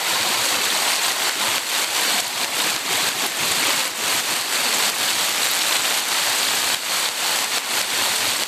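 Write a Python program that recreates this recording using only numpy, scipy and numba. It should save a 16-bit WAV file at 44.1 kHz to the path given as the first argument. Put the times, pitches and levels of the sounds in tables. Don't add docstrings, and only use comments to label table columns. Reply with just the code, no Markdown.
import sys
import numpy as np
from scipy import signal
from scipy.fft import rfft, irfft, next_fast_len
from scipy.io import wavfile
from scipy.ndimage import uniform_filter1d
from numba import njit

SR = 44100
rng = np.random.default_rng(int(sys.argv[2]) if len(sys.argv) > 2 else 0)


def generate_wav(sig):
    pcm = np.round(np.clip(np.atleast_2d(sig).T, -1, 1) * 32767).astype(np.int16)
    wavfile.write(sys.argv[1], SR, pcm)


N = 373527

# time_s, boards_db, spray_db, metal_db, body_db
SHOWER_GAINS = [(0, .5, -1, 0, 0), (.5, 2, -1.5, 1, 4.5), (1.0, -.5, 1, 3, -8), (1.45, 1.5, 1, -6, 5.5),
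                (1.7, -3.5, -1, -4, -7), (2.1, -0.5, 0, 6, 1), (2.95, 1.5, -1, -21, 6),
                (3.5, -1.5, -1.5, 0, 4), (3.75, 3.5, 1.7, 0, 5.5), (4.2, -3.5, 0, -5, 3.5),
                (4.7, -2, 0, 7, 1), (5.6, -6, 2.4, -9, -4), (6.2, 0, -0.2, 1, -6.5),
                (6.7, -10, 0.5, 4, -0.5), (7.15, -2.5, -1.5, 2, -10.5), (7.8, -0.5, 0.5, 1, 1.5),
                (8.45, -6, -0.5, 4, -2.5)]
# freq_hz, relative_db
RAIN_EQ = [(25, -69), (65, -31.5), (115, -23), (165, -11.5), (270, -5.5), (390, -5), (550, -2.5),
           (850, 0.63), (1250, -0.57), (2250, 0.26), (3200, 0.1), (4550, -0.24), (5150, -5.5), (6800, -4),
           (8050, -2), (9600, -8), (11500, -10.3), (13000, -8), (14400, -15.5)]
# freq_hz, side_minus_mid_db
SIDE_EQ = [(60, -17), (250, -40.5), (1000, -53.5), (3800, -56.5), (5500, -37), (8000, -14.5),
           (14000, -11.5)]
# pitch_hz, relative_db
METAL_MODES = [(4420, -18), (8080, -22)]
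# peak_s, level_db, pitch_hz
HARD_DROPS = [(0.5628, -3.5, 5000), (0.9636, 0, 3500), (1.1205, 0.5, 4000), (1.2955, 4, 3980),
              (1.582, 5.5, 3250), (1.8454, 1, 4000), (2.2054, 3, 5000), (2.2799, 3.5, 17000),
              (2.446, 3.5, 4500), (2.7636, 5.7, 4340), (3.09, 0.7, 4000), (3.16, -2.5, 17000),
              (3.2669, 2, 12000), (3.854, 2.5, 4000), (3.878, 6.5, 14200), (4.2003, 0.5, 5000),
              (4.413, 0, 7000), (4.9001, 2.3, 7000), (5.294, -3, 6000), (5.6208, -1, 3500),
              (5.7696, -3, 4000), (5.9956, 0, 5000), (6.7464, 6.5, 3200), (7.0602, -3, 4500),
              (7.089, 4, 4000), (7.4452, 0.5, 6000), (7.5829, 6.5, 3800), (7.8152, 4, 4500),
              (8.4359, 7, 4630)]
# peak_s, level_db, centre_hz, half_length_s
FAT_DRIPS = [(.452, -25, 9000, .003), (.652, -29, 11500, 0.0034), (.704, -18, 3470, 0.0033),
             (.773, -22, 7000, .003), (1.049, -21, 3800, .003), (2.203, -21, 7500, .003),
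             (3.267, -24, 11000, .003), (3.519, -21, 8000, .003), (3.805, -27, 3600, .006),
             (4.745, -24, 8000, .006), (5.09, -19, 3800, .003), (5.433, -19, 3800, .003),
             (5.514, -19, 13100, 0.0037), (5.618, -16, 3680, 0.0044), (5.727, -17, 3760, 0.003),
             (5.765, -19, 3620, 0.0074), (5.854, -21, 3400, 0.0063), (6.485, -20, 3700, 0.0037),
             (6.705, -21, 3780, 0.0028), (6.744, -19, 3500, .003), (7.058, -20, 3700, .003)]
# peak_s, level_db, pitch_hz
HEAVY_DRIPS = [(0.211, -41, 119), (0.398, -37.5, 113), (1.487, -36, 106), (2.745, -46, 108),
               (3.07, -41, 109), (3.407, -41, 118), (3.51, -38, 98), (3.658, -40, 114), (3.779, -39, 132),
               (4.149, -40.5, 112), (4.404, -43, 127), (4.604, -49, 117), (5.007, -39, 124),
               (5.135, -42, 120), (5.231, -44, 105), (5.312, -47, 116), (5.442, -43, 128),
               (5.794, -42.5, 121), (6.305, -44, 121), (6.498, -46, 129), (6.665, -44, 82),
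               (6.745, -39, 99), (7.543, -44, 130), (7.789, -47, 116), (8.017, -41, 108), (8.284, -37, 105)]
# start_s, level_db, pitch_hz
AIR_BUMPS = [(1.895, -45, 52), (2.755, -41, 30), (4.895, -50, 40)]


def rain(boards_db, spray_db, metal_db, body_db):
    far = wash()
    fine = spray()
    boards = drumming() * undb(boards_db)
    body = deck_body() * undb(body_db)
    metal = pings() * undb(metal_db)
    fine *= undb(spray_db + 0.8 * wander(rate_hz=22))
    return equalise(far + fine + boards + metal + body, RAIN_EQ)


def wash():
    return set_rms(rng.standard_normal(N), 0.2) * undb(0.41 * wander(rate_hz=15))


def spray():
    ticks = drops(per_s=3800, lo_hz=1600, hi_hz=15100, cycles=2.38, spread_db=3.5)
    burst_envelope = np.abs(drops(per_s=100, lo_hz=87, hi_hz=217, cycles=5.5, spread_db=3))
    splashes = bandpass(burst_envelope * rng.standard_normal(N), 3700, 22000)
    bubbles = drops(per_s=700, lo_hz=3500, hi_hz=14500, cycles=190, spread_db=4.4, glide=.02)
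    return set_rms(ticks, -0.98) + set_rms(splashes, -6) + set_rms(bubbles, -7)


def drumming():
    patter = drops(per_s=950, lo_hz=1000, hi_hz=4800, cycles=65, spread_db=3.9)
    wood = drops(per_s=260, lo_hz=427, hi_hz=1103, cycles=55, spread_db=2)
    return set_rms(patter, -8.5) + set_rms(wood, -13)


def deck_body():
    return set_rms(drops(per_s=110, lo_hz=135, hi_hz=417, cycles=21, spread_db=0.5), -16.5)


def pings():
    return sum(set_rms(drops(per_s=130, lo_hz=hz * .95, hi_hz=hz * 1.05, cycles=130, spread_db=2.5), db)
               for hz, db in METAL_MODES)


def snaps(decay_cycles=.23):
    out, t = np.zeros(N), np.arange(-64, 65) / SR
    for peak_s, db, hz in HARD_DROPS:
        pulse = np.cos(2 * np.pi * hz * t) * np.exp(-np.abs(t) * hz / decay_cycles)
        first = int(np.clip(peak_s * SR - len(t) // 2, 0, N - len(t)))
        out[first:first + len(t)] -= undb(db) * pulse
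    return signal.sosfilt(signal.butter(4, 300, "high", fs=SR, output="sos"), out)


def splats():
    out, t = np.zeros(N), np.arange(-1024, 1024) / SR
    for peak_s, db, hz, half_length_s in FAT_DRIPS:
        hiss = set_rms(bandpass(rng.standard_normal(len(t)), hz * .8, hz * 1.2), db)
        first = int(peak_s * SR) - len(t) // 2
        out[first:first + len(t)] += hiss * np.exp(-.5 * (t / half_length_s) ** 2)
    return out


def thuds(body_db, soft_per_s=23, soft_db=-47, scatter_db=3, lo_hz=98, hi_hz=170):
    draws = rng.random((int(soft_per_s * N / SR), 3))
    soft = sum(thud(when * N / SR, soft_db + scatter_db * (2 * size - 1), lo_hz + (hi_hz - lo_hz) * pitch)
               for when, size, pitch in draws)
    return sum(thud(*drip) for drip in HEAVY_DRIPS) + soft * undb(body_db)


def thud(peak_s, db, hz, rise_s=0.0206):
    out = np.zeros(N)
    first = max(int((peak_s - rise_s) * SR), 0)
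    age_s = np.arange(min(int(5 * rise_s * SR), N - first)) / SR
    envelope = (age_s / rise_s * np.exp(1 - age_s / rise_s)) ** 4
    out[first:first + len(age_s)] = undb(db) * envelope * np.sin(2 * np.pi * hz * age_s)
    return out


def air_bumps(cycles=3.):
    start_s, db, hz = np.array(AIR_BUMPS, float).T.copy()
    return damped_sines(start_s, hz, np.full(len(hz), cycles), undb(db), 0.)


def drops(per_s, lo_hz, hi_hz, cycles, spread_db, glide=0.):
    when, pitch, length, size, sign = rng.random((int(per_s * N / SR), 5)).T
    hz = np.minimum(lo_hz + (hi_hz - lo_hz) * pitch, SR * .45)
    bigness = -np.log(size + np.exp(-3.4))
    gain = undb(spread_db * bigness) * np.sign(sign - .5)
    gain *= np.sqrt(hz)
    return set_rms(damped_sines(when * N / SR, hz, cycles * (.5 + length), gain, glide), 0)


@njit
def damped_sines(start_s, hz, cycles, gain, glide):
    out = np.zeros(N)
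    for k in range(len(start_s)):
        length = int(cycles[k] * SR / hz[k]) + 2
        step_rad = 2 * np.pi * hz[k] / SR
        phasor = gain[k] + 0j
        pole = np.exp(1j * step_rad - 5.76 / length)
        bend = np.exp(1j * step_rad * glide / length)
        first = max(int(start_s[k] * SR), 0)
        for i in range(first, min(first + length, N)):
            out[i] += phasor.imag
            phasor *= pole
            pole *= bend
    return out


def wander(rate_hz):
    hold = max(int(SR / rate_hz), 2)
    steps = np.repeat(rng.standard_normal(N // hold + 2), hold)[rng.integers(hold):]
    return set_rms(uniform_filter1d(steps, hold)[:N], 0)


def equalise(x, points):
    hz, db = np.transpose(points)
    size = next_fast_len(N + 8192, real=True) * 2
    bin_hz = np.maximum(np.arange(size // 2 + 1) * SR / size, 1)
    gain = undb(np.interp(np.log(bin_hz), np.log(hz), db))
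    cepstrum = irfft(np.log(gain))
    cepstrum[1:size // 2] *= 2
    cepstrum[size // 2 + 1:] = 0
    return irfft(rfft(x, size) * np.exp(rfft(cepstrum)))[:N]


def bandpass(x, lo_hz, hi_hz):
    return signal.sosfilt(signal.butter(2, [lo_hz, hi_hz], "band", fs=SR, output="sos"), x)


def set_rms(x, db):
    return x * undb(db) / np.sqrt(np.mean(x ** 2))


def undb(db):
    return 10 ** (np.asarray(db) / 20)


def limiter(x, threshold_db=-7, ratio=3, hold_s=0.057, release_db_per_s=70, settle_s=0.029,
            late_share=0.26, start_db=2.5):
    mid_db = 20 * np.log10(np.abs(x.mean(axis=0)) + 1e-9)
    cut_db = (mid_db - threshold_db) * (1 - 1 / ratio)
    fast_db = peak_hold(cut_db, hold_s * SR, release_db_per_s / SR, start_db)
    step = 1 / (settle_s * SR)
    slow_db = signal.lfilter([step], [1, step - 1], fast_db)
    return x * undb(-fast_db - late_share * (slow_db - fast_db))


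@njit
def peak_hold(cut_db, hold_samples, fall_db_per_sample, start_db):
    out, held_db, wait = np.empty(len(cut_db)), start_db, hold_samples
    for i in range(len(out)):
        wait -= 1
        if cut_db[i] > held_db:
            held_db, wait = cut_db[i], hold_samples
        elif wait < 0:
            held_db = max(held_db - fall_db_per_sample, 0.)
        out[i] = held_db
    return out


def scene(rain_db=-19.5):
    time_s, *columns = np.transpose(SHOWER_GAINS)
    boards_db, spray_db, metal_db, body_db = (np.interp(np.arange(N) / SR, time_s, db) for db in columns)
    mid, side = (set_rms(rain(boards_db, spray_db, metal_db, body_db), rain_db) for _ in range(2))
    centre = mid + snaps() + splats() + thuds(body_db) + air_bumps()
    return centre + equalise(side, SIDE_EQ) * np.array([[1], [-1]])


def record(dry):
    return signal.sosfilt(signal.ellip(10, .2, 80, 14500, fs=SR, output="sos"), limiter(dry))


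dry = scene()
out = record(dry)
generate_wav(out)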